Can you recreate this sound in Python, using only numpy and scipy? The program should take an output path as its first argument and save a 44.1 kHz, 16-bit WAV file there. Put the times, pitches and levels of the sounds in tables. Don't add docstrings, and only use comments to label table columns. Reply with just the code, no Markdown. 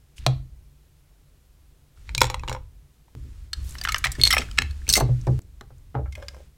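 import sys
import numpy as np
from scipy import signal
from scipy.fft import rfft, irfft
from scipy.io import wavfile
from scipy.ndimage import uniform_filter1d

SR = 44100
rng = np.random.default_rng(int(sys.argv[2]) if len(sys.argv) > 2 else 0)


def put_to_file(sound):
    columns = np.atleast_2d(sound).T
    safe = np.clip(columns, -1, 1)
    whole_steps = np.round(safe * 32767)
    wavfile.write(sys.argv[1], SR, whole_steps.astype(np.int16))


N = 289737

# t/s, level/dB, struck spot f/Hz, hardness/(dB per octave), chatter t60/s
PLANK_HITS = [(.2646, -13.5, 736, 1.5, 0.02)]
SEESAW_HITS = [(2.0925, -35.5, 2290, -1, 0.034), (2.1498, -21.5, 3830, 3, 0.019),
               (2.1797, -19.5, 2400, 3.5, 0.022), (2.2068, -21.0, 5300, 5, 0.023),
               (2.2155, -14.5, 956, 0, 0.0025), (2.2175, -8.5, 943, 1.1, 0.0037),
               (2.233, -26, 7670, 1, 0.022), (2.243, -23.0, 900, 0.5, 0.017),
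               (2.2533, -31, 7500, 3.3, 0.033), (2.2688, -37, 3330, 7, 0.028),
               (2.3005, -24.5, 860, 0.4, 0.07), (2.3436, -23.5, 994, -1.3, 0.022),
               (2.3957, -41, 2520, 1, 0.012), (2.4355, -32.0, 954, -4.5, 0.073),
               (2.4785, -32, 976, -1.5, 0.016), (2.484, -28.5, 2855, -1, 0.033),
               (2.4959, -27.0, 876, 0.5, 0.1), (2.5162, -27, 1063, -7, 0.051),
               (2.5279, -31.5, 940, 1.5, 0.12), (2.5494, -30.0, 987, -5.0, 0.026),
               (2.5646, -36.0, 990, -6, 0.06)]
BRICK_HITS = [(3.5321, -23, 4210, 1.5, 0.025), (3.7534, -37.5, 1770, -4, 0.0065),
              (3.7842, -35, 5300, 1, 0.032), (3.8137, -28, 4650, 0.5, 0.01), (3.8376, -30, 2074, 6.5, .061),
              (3.8508, -20, 1764, -4, 0.022), (3.8743, -24, 1323, -5, 0.0077),
              (3.8871, -19, 1250, -2.5, 0.048), (3.9212, -23.5, 2133, 4, 0.018),
              (3.9448, -17, 2944, -3.5, 0.0037), (3.9597, -26.5, 1602, -1.5, 0.039),
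              (3.9823, -30.5, 6360, 9.5, 0.019), (4.0415, -14, 1780, -1.5, 0.066),
              (4.0495, -25.5, 4080, 9.5, 0.018), (4.0568, -20, 1980, -4, 0.029),
              (4.0689, -23, 1993, -1, 0.028), (4.1183, -29, 7900, 7, 0.036),
              (4.1515, -36.5, 1850, 0.5, 0.086), (4.5132, -39, 1265, 1.5, 0.013),
              (4.5756, -34, 1370, -1, 0.028), (4.5832, -19, 2193, -2, 0.005),
              (4.5868, -10.5, 2580, 0, 0.0057), (4.6203, -23, 2560, -0.5, 0.0068),
              (4.7098, -43, 4270, 2, 0.016), (5.269, -41.5, 800, 0, 0.027), (5.6102, -39, 870, -1.5, .008)]
CLINK_HITS = [(4.1978, -33.0, 3000, -7, 0.012), (4.2144, -16.5, 4270, 6, 0.045),
              (4.236, -5.5, 4300, 6.63, 0.015), (4.2524, -12, 4300, 6.5, 0.016),
              (4.2625, -27.5, 4290, -8, 0.01), (4.2712, -21.5, 4230, -9.8, 0.007),
              (4.2748, -13.0, 4340, 8.3, 0.018)]
RATTLE_HITS = [(4.3052, -15.5, 1960, -0.5, 0.024), (4.3086, -17, 2070, 2.5, 0.011),
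               (4.3135, -17.5, 3270, 0, 0.027), (4.3272, -15, 5250, -3, 0.012),
               (4.3312, -14, 2060, 1.5, 0.019), (4.3375, -18, 1970, -8.7, 0.011),
               (4.3455, -22.0, 1800, 1.0, 0.018), (4.352, -35, 2050, 5, 0.053),
               (4.3673, -15, 1760, -6.5, 0.011), (4.381, -16.5, 2580, -1, 0.02),
               (4.385, -26, 5500, 2.8, 0.014), (4.4177, -28.5, 2050, -4.3, 0.015)]
SPILL_HITS = [(4.8788, -34, 2890, -2.5, 0.052), (4.8907, -14.5, 6030, 1, 0.016),
              (4.899, -13.5, 5540, 2.0, 0.021), (4.9082, -23.5, 8230, -1.2, 0.066),
              (4.9272, -15, 4970, 6.5, 0.051), (4.9377, -9, 5490, 2, 0.005), (4.947, -20, 6100, 2.6, 0.059),
              (4.9548, -12.0, 2100, 0, 0.13), (4.9678, -19.5, 2080, 5.5, 0.0055),
              (4.9742, -19, 6850, 2, 0.058), (4.986, -31.5, 4100, 4.5, 0.058),
              (5.0005, -25.5, 840, 0.8, 0.049)]
SET_DOWN_HITS = [(6.059, -44, 2030, -16.5, 0.093), (6.1244, -42, 2770, 0, 0.049),
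                 (6.153, -36.5, 2030, -1, 0.034), (6.2251, -37, 580, -6.5, 0.048),
                 (6.284, -32, 4950, -1.5, 0.017)]
# f/Hz, width/Hz, relative gain/dB
PLANK_MODES = [(486, 94, -12), (704.5, 270, 9), (1250, 130, -12.5), (2470, 300, -2.5), (3334, 16, -1),
               (4120, 490, 2), (5900, 260, -13), (7400, 500, -22)]
SEESAW_MODES = [(532.4, 70, 3), (910, 90, 5.5), (2200, 160, -20.5), (3360, 61, -16.5), (3970, 140, -10.5),
                (5570, 110, -7), (6980, 170, -6.5), (7450, 180, -18.5), (8140, 100, -10.5),
                (13000, 510, -15.5)]
BRICK_MODES = [(1315, 140, 1.5), (1740, 79, 5), (2104, 73, -1), (2930, 180, -9), (4080, 64, -4),
               (3930, 66.8, -6), (5270, 140, -9.5), (5740, 80, -23), (7760, 420, -1.5), (13400, 460, -17)]
SMALL_PART_MODES = [(2191, 27, -10.5), (3660, 200, -11.5), (4281, 56, 2.5), (6160, 98, -17),
                    (8360, 100, -3), (11330, 380, -17), (11800, 870, -12.5)]
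FRAME_MODES = [(1320, 81, -0.5), (2110, 150, -8), (3140, 75, -6.5), (3830, 207, -11.5), (4880, 160, -19.5),
               (5440, 50, 7), (7800, 52, 1), (8740, 140, -11.5), (10200, 89, -17), (13500, 51, -22)]
HEAP_MODES = [(1550, 83, -9), (1961, 6.2, -6.5), (2690, 310, -19), (4360, 23.4, 4), (5440, 120, -30),
              (6170, 55, 1), (7600, 21, -10.5), (8180, 130, 2), (8830, 85, -9), (10100, 140, -23.5),
              (11700, 230, -14), (14300, 240, -13)]
HOLLOW_BRICK_MODES = [(575, 64, 11), (810, 510, -3), (1340, 44, -9), (1577, 78, -3), (2094, 69, -4),
                      (3020, 66, -13), (5130, 160, -11.5), (7060, 820, -33)]
BAND_EDGES_HZ = [350, 1500, 3300, 7000, 16000]
# hollow knock/dB, clack/dB, click/dB, fine edge/dB
PLANK_VOICE_DB = [-2.5, -3, 0, -13.5]
SEESAW_VOICE_DB = [-1, 1, 1, -6.5]
BRICK_VOICE_DB = [-7.5, -2.5, -1.5, -8]
SMALL_PART_VOICE_DB = [-25, -1, 1.5, -11.5]
FRAME_VOICE_DB = [-12, -3, -2.5, -6]
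HEAP_VOICE_DB = [-21, -11, -4, -7]
SET_DOWN_VOICE_DB = [-11, 2.5, 2, -1]
# start/s, end/s, level/dB, centre f/Hz
SCRAPES = [(0.158, 0.204, -54.5, 4370), (0.181, 0.272, -60.5, 2256), (2.046, 2.146, -62.5, 2330),
           (3.604, 3.787, -54, 6800), (3.785, 3.993, -52.5, 2500), (4.239, 4.298, -32.5, 4480),
           (4.377, 4.437, -39.5, 2487)]
# start/s, end/s, level/dB
DRAGS = [(6.152, 6.259, -52), (6.275, 6.437, -56.5)]
# t/s, level/dB, reference f/Hz (the passband lies just below)
TICKS = [(.181, -43.5, 3350), (1.973, -59, 1625), (3.081, -58, 1100), (4.487, -44.5, 1955),
         (4.661, -50, 2520), (4.818, -52, 2030), (4.8677, -40.5, 2810), (5.2133, -49, 7170),
         (5.278, -52, 5940), (5.4182, -56, 8570), (5.782, -63.5, 8620)]
# start/s, end/s, mean level/dB, reference f/Hz as in TICKS
JOSTLES = [(3.659, 3.741, -50.5, 9050), (4.079, 4.14, -59.5, 2375)]
# t/s, puff level/dB, puff upper f/Hz, desk boom/dB before TOP_LIFT_DB
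LANDINGS = [(.266, -31.5, 600, -14.5), (2.168, -47, 500, -25), (2.22, -46, 700, -22.5),
            (2.481, -36.5, 600, -32.5), (3.153, -41.5, 345, -38), (3.244, -45.5, 367, -46.5),
            (4.05, -46, 401, -32.5), (4.184, -28.5, 410, -26.5), (4.389, -28.5, 540, -52),
            (4.586, -31, 400, -34), (4.88, -34, 450, -34.5), (4.966, -24, 1070, -43),
            (4.977, -17.5, 865, -41), (5.007, -16.5, 1120, -20), (5.021, -23, 444, -20),
            (5.089, -30.5, 650, -13.5), (5.27, -22.5, 810, -14.5), (5.283, -21.5, 382, -46),
            (5.611, -41, 1320, -52), (5.704, -49.5, 1079, -46), (5.944, -40, 1430, -28.5),
            (5.951, -23, 1020, -27), (5.971, -32.5, 980, -38), (5.987, -29, 760, -40)]
# start/s, end/s, press/dB before SWAY_LIFT_DB, rumble level/dB, slide/dB before SLIDE_LIFT_DB
HAND_MOVES = [(0.173, 0.357, -43.5, -34, -64.5), (1.95, 2.082, -52.5, -46, -62.5),
              (2.078, 2.504, -33, -32.5, -64.5), (3.147, 3.441, -31, -42, -62),
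              (3.547, 3.674, -29, -33, -54), (3.659, 4.165, -38.5, -35, -51),
              (4.17, 4.407, -24, -32.5, -42), (4.426, 4.594, -38.5, -35, -52),
              (4.593, 4.875, -22.5, -37, -55.5), (4.869, 5.268, -30, -30, -56),
              (5.262, 5.402, -19, -37, -55.5), (5.411, 5.929, -46, -45, -74), (5.952, 6.2, -21.5, -42, -74),
              (6.202, 6.421, -59, -47.5, -61)]
# f/Hz, gain/dB, t60/s
SWAY_MODES = [(68.93, -2, 1), (57, -2.5, 0.19), (92.47, -8.5, 0.76)]
# f/Hz, gain/dB, t60/s
TOP_MODES = [(126.8, 4, 0.3), (129.6, -4.5, 0.27), (191.4, -20.5, 0.029), (249, -25.5, 0.12),
             (312, -29.5, 0.43)]
# t/s, level/dB
SNAPS = [(3.1514, -32), (5.392, -23)]
# f/Hz, density/(dB per Hz)
CLOTH_SPECTRUM = [(120, -30), (200, 6), (448, -6.5), (569, -8.5), (763, -11.5), (1270, -6), (3020, -8),
                  (7830, -11), (16000, -27)]
RUMBLE_SPECTRUM = [(15, -6.5), (30, -5), (48, 7), (70, 1), (120, -11), (180, -22), (400, -40), (1000, -72)]
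QUIET_SPECTRUM = [(59, -48), (100, -18), (143, 6.5), (166, -12), (308, -13.5), (768, -22.5), (1550, -25.5),
                  (4110, -27), (4670, -28), (13500, -30), (16000, -34)]
# f/Hz, t60/s
ROOM_T60 = [(150, 0.26), (600, 0.23), (3500, 0.3), (8000, 0.15), (15000, 0.07)]

FOCUS_DB, FOCUS_OCTAVES = 8, 0.7
MODE_SPREAD_DB = 2.5
JOSTLE_GAP_S, JOSTLE_SPREAD_DB = 0.017, 6.5
PUFF_T60_CYCLES, PUFF_LOW_HZ = 70, 136
MOVE_RISE_S, SLIDE_FALL_S, SHAKE_T60_S = 0.025, 0.1, 0.99
TOP_LIFT_DB, SWAY_LIFT_DB, SLIDE_LIFT_DB = 5, 2, -2
RESTING_DB, QUIET_DB, ROOM_DB = -56, -62.5, -16.5
BREAK_S, EDGE_HZ = 5.392, 16100


def amp(db):
    return 10 ** (np.asarray(db) / 20)


def evened(x):
    return x / np.sqrt(np.mean(x ** 2) + 1e-20)


def read(points, hz):
    f, value = np.transpose(points)
    return np.interp(np.log(hz + 1), np.log(f + 1), value)


def add(mix, s, sound):
    part = mix[max(round(s * SR), 0):][:len(sound)]
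    part += sound[:len(part)]


def dying(t, t60):
    return np.exp(-np.log(1000) * t / max(t60, 1e-3))


def burst_power(x):
    return np.sum(x ** 2) / (0.005 * SR) + 1e-20


def noise(spectrum):
    gain = amp(read(spectrum, np.fft.rfftfreq(N, 1 / SR)))
    return evened(irfft(rfft(rng.standard_normal(N)) * gain, N))


def causal(gain, size):
    log_gain = np.log(np.r_[gain, gain[-2:0:-1]] + 1e-5)
    return np.exp(np.conj(signal.hilbert(log_gain)))[:size // 2 + 1]


def resonances(modes, hz):
    return sum(amp(db) / (1 + 2j * (hz - f) / width) for f, width, db in modes)


def unbroken(start, now):
    return (now < BREAK_S) | (start > BREAK_S)


def hands(grain=0.14):
    t = np.arange(N) / SR
    shake, rub = np.full(N, amp(RESTING_DB)), np.zeros(N)
    for start, end, _, rumble_db, slide_db in HAND_MOVES:
        attack = np.clip((t - start) / MOVE_RISE_S, 0, 1) * unbroken(start, t)
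        after = np.maximum(t - end, 0)
        shake = np.maximum(shake, amp(rumble_db) * attack * dying(after, SHAKE_T60_S))
        rub = np.maximum(rub, amp(slide_db) * attack * (1 - after / SLIDE_FALL_S))
    weave = evened(np.exp(grain * evened(uniform_filter1d(rng.standard_normal(N), 60))))
    rumble = shake * noise(RUMBLE_SPECTRUM)
    return rumble + amp(SLIDE_LIFT_DB) * rub * weave * noise(CLOTH_SPECTRUM)


def friction(seconds, grain):
    count = max(round(seconds * SR), 64)
    unevenness = evened(uniform_filter1d(rng.standard_normal(N), size=40))[:count]
    slips = rng.standard_normal(count) * np.exp(grain * unevenness)
    return slips * np.sin(np.pi * np.arange(count) / count)


def scrapes():
    out = np.zeros(N)
    for start, end, db, hz in SCRAPES:
        edge = signal.butter(2, [hz / 2, min(hz * 2, 16000)], "band", fs=SR, output="sos")
        add(out, start, amp(db) * evened(signal.sosfilt(edge, friction(end - start, grain=0.53))))
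    return out


def drags():
    out = np.zeros(N)
    for start, end, db in DRAGS:
        stroke = np.pad(friction(end - start, grain=0.9), (0, 2048))
        response = resonances(HOLLOW_BRICK_MODES, np.fft.rfftfreq(len(stroke), 1 / SR))
        hollow = irfft(rfft(stroke) * response)
        add(out, start, amp(db) * evened(hollow))
    return out


def desk(rise_s=0.037):
    t, out = np.arange(SR) / SR, np.zeros(N)
    pushes = [(s, db + TOP_LIFT_DB, TOP_MODES) for s, _, _, db in LANDINGS]
    pushes += [(s, db + SWAY_LIFT_DB, SWAY_MODES) for s, _, db, _, _ in HAND_MOVES]
    for s, push_db, modes in pushes:
        boom = np.zeros(SR)
        for hz, db, t60 in modes:
            detuned_hz = hz * rng.uniform(0.94, 1.02)
            boom += amp(push_db + db) * dying(t, t60) * np.sin(2 * np.pi * detuned_hz * t)
        add(out, s, boom * (1 - np.exp(-t / rise_s)) * unbroken(s, s + t))
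    return out


def jostles():
    rows = []
    for start, end, db, hz in JOSTLES:
        for s in np.arange(start, end, JOSTLE_GAP_S):
            jitter_s = JOSTLE_GAP_S * (rng.random() - 0.5)
            rows.append((s + jitter_s, db + JOSTLE_SPREAD_DB * rng.standard_normal(), hz))
    return rows


def ticks(t60_s=0.016):
    t, out = np.arange(SR // 20) / SR, np.zeros(N)
    for s, db, hz in TICKS + jostles():
        piece = signal.butter(1, [hz / 1.3, min(hz * 0.88, 16000)], "band", fs=SR, output="sos")
        tick = signal.sosfilt(piece, rng.standard_normal(len(t)) * dying(t, t60_s))
        add(out, s, amp(db) * tick / np.sqrt(burst_power(tick)))
    return out


def contacts(hits, modes, voice_db, crack_db, chatter, bounce, spot_db, spot_width_hz, damped_t60_s,
             bass_hz, soft_hz, size=8192):
    t, hz, out = np.arange(size) / SR, np.fft.rfftfreq(size, 1 / SR), np.zeros(N)
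    edges = np.array(BAND_EDGES_HZ)
    centres = np.sqrt(edges[:-1] * edges[1:])
    bands = [(hz >= lo) & (hz < hi) for lo, hi in zip(edges, edges[1:])]
    bass_loss, contact_loss = 1 + (bass_hz / (hz + 1)) ** 6, 1 + (hz / soft_hz) ** 6
    radiation = causal(1 / np.sqrt(bass_loss * contact_loss), size)
    gaps_s = np.diff([row[0] for row in hits], append=N / SR)
    for (s, level_db, spot_hz, hardness_db, t60), gap_s in zip(hits, gaps_s):
        focus_db = FOCUS_DB * np.exp(-(np.log2(centres / spot_hz) / FOCUS_OCTAVES) ** 2)
        colour_db = np.array(voice_db) + hardness_db * np.log2(centres) + focus_db
        band_db = level_db + colour_db - 20 * np.log10(np.linalg.norm(amp(colour_db)))
        varied = [(f, width, db + MODE_SPREAD_DB * rng.standard_normal()) for f, width, db in modes]
        body = amp(crack_db) + resonances(varied, hz)
        spot = resonances([(spot_hz, spot_width_hz, spot_db)], hz)
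        grains = rng.standard_normal(size) * np.sqrt(rng.exponential(1, size)) * dying(t, t60)
        drive = chatter * grains / np.linalg.norm(grains)
        drive[0] += 1
        delays_s = np.cumsum(rng.uniform(0.0003, 0.0012, size=3))
        echoes = sum(rng.choice([-1, 1]) * np.exp(-2j * np.pi * hz * d) for d in delays_s)
        ring = rfft(drive) * (1 + bounce * echoes) * radiation * (body + spot)
        for _ in range(3):
            weight_db = [db - 10 * np.log10(burst_power(irfft(ring * band)))
                         for db, band in zip(band_db, bands)]
            ring = ring * causal(amp(read(list(zip(centres, weight_db)), hz)), size)
        held = dying(np.maximum(t - gap_s, 0), damped_t60_s)
        fade = np.cos(np.pi / 2 * t / t[-1]) ** 2
        add(out, s, irfft(ring) * held * fade)
    return out


def plank():
    return contacts(PLANK_HITS, PLANK_MODES, PLANK_VOICE_DB, crack_db=-16, chatter=1.0, bounce=0.063,
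                    spot_db=-4, spot_width_hz=120, damped_t60_s=0.1, bass_hz=152, soft_hz=11500)


def thuds():
    t, out = np.arange(SR // 4) / SR, np.zeros(N)
    for s, db, dull_hz, _ in LANDINGS:
        cushion = signal.butter(3, [PUFF_LOW_HZ, dull_hz], "band", fs=SR, output="sos")
        burst = rng.standard_normal(len(t)) * dying(t, PUFF_T60_CYCLES / dull_hz)
        puff = signal.sosfilt(cushion, burst)
        add(out, s, amp(db) * puff / np.sqrt(burst_power(puff)))
    return out


def seesaw():
    return contacts(SEESAW_HITS, SEESAW_MODES, SEESAW_VOICE_DB, crack_db=-16, chatter=0.56, bounce=0.33,
                    spot_db=5, spot_width_hz=85, damped_t60_s=0.12, bass_hz=218.5, soft_hz=10100)


def snaps(t60_s=0.012):
    out = np.zeros(N)
    for s, db in SNAPS:
        add(out, s, amp(db) * dying(np.arange(2048) / SR, t60_s))
    return out


def bricks():
    return contacts(BRICK_HITS, BRICK_MODES, BRICK_VOICE_DB, crack_db=-4, chatter=1.8, bounce=0.47,
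                    spot_db=6, spot_width_hz=280, damped_t60_s=0.097, bass_hz=920, soft_hz=12300)


def clinks():
    return contacts(CLINK_HITS, SMALL_PART_MODES, SMALL_PART_VOICE_DB, crack_db=-33.5, chatter=0.35, bounce=0.14,
                    spot_db=-26.5, spot_width_hz=85, damped_t60_s=0.02, bass_hz=397, soft_hz=13000)


def rattle():
    return contacts(RATTLE_HITS, FRAME_MODES, FRAME_VOICE_DB, crack_db=-15, chatter=3.7, bounce=0.4,
                    spot_db=-0.5, spot_width_hz=85, damped_t60_s=0.08, bass_hz=705, soft_hz=12900)


def spill():
    return contacts(SPILL_HITS, HEAP_MODES, HEAP_VOICE_DB, crack_db=-11.5, chatter=1.4, bounce=0.41,
                    spot_db=6.5, spot_width_hz=85, damped_t60_s=0.18, bass_hz=398, soft_hz=13930)


def set_down():
    return contacts(SET_DOWN_HITS, HOLLOW_BRICK_MODES, SET_DOWN_VOICE_DB, crack_db=-28, chatter=1.6, bounce=0.37,
                    spot_db=-21, spot_width_hz=180, damped_t60_s=0.072, bass_hz=597, soft_hz=9850)


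def room(x, onset_s=0.005):
    hz, t, z = signal.stft(rng.standard_normal(SR // 2), SR, nperseg=256)
    decay_db = -60 * t / read(ROOM_T60, hz)[:, None]
    colour_db = read([(300, 8), (4000, -3.5), (14000, 3.5)], hz)[:, None]
    tail = signal.istft(z * amp(decay_db + colour_db), SR, nperseg=256)[1]
    tail = tail * (1 - np.exp(-(np.arange(len(tail)) / SR / onset_s) ** 2))
    return signal.fftconvolve(x, tail / np.linalg.norm(tail))[:N]


def scene():
    plastic = plank() + seesaw() + bricks() + clinks() + rattle() + spill() + set_down()
    near = plastic + ticks() + thuds() + scrapes() + drags()
    low = desk() + snaps() + hands()
    background = amp(QUIET_DB) * noise(QUIET_SPECTRUM)
    return (near + amp(ROOM_DB) * room(near) + low + background)[None]


def record(dry):
    lowpass = signal.firwin(511, EDGE_HZ, window=("kaiser", 9), fs=SR)
    return signal.oaconvolve(np.clip(dry, -1, 1), lowpass[None], "same")


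dry = scene()
out = record(dry)
put_to_file(out)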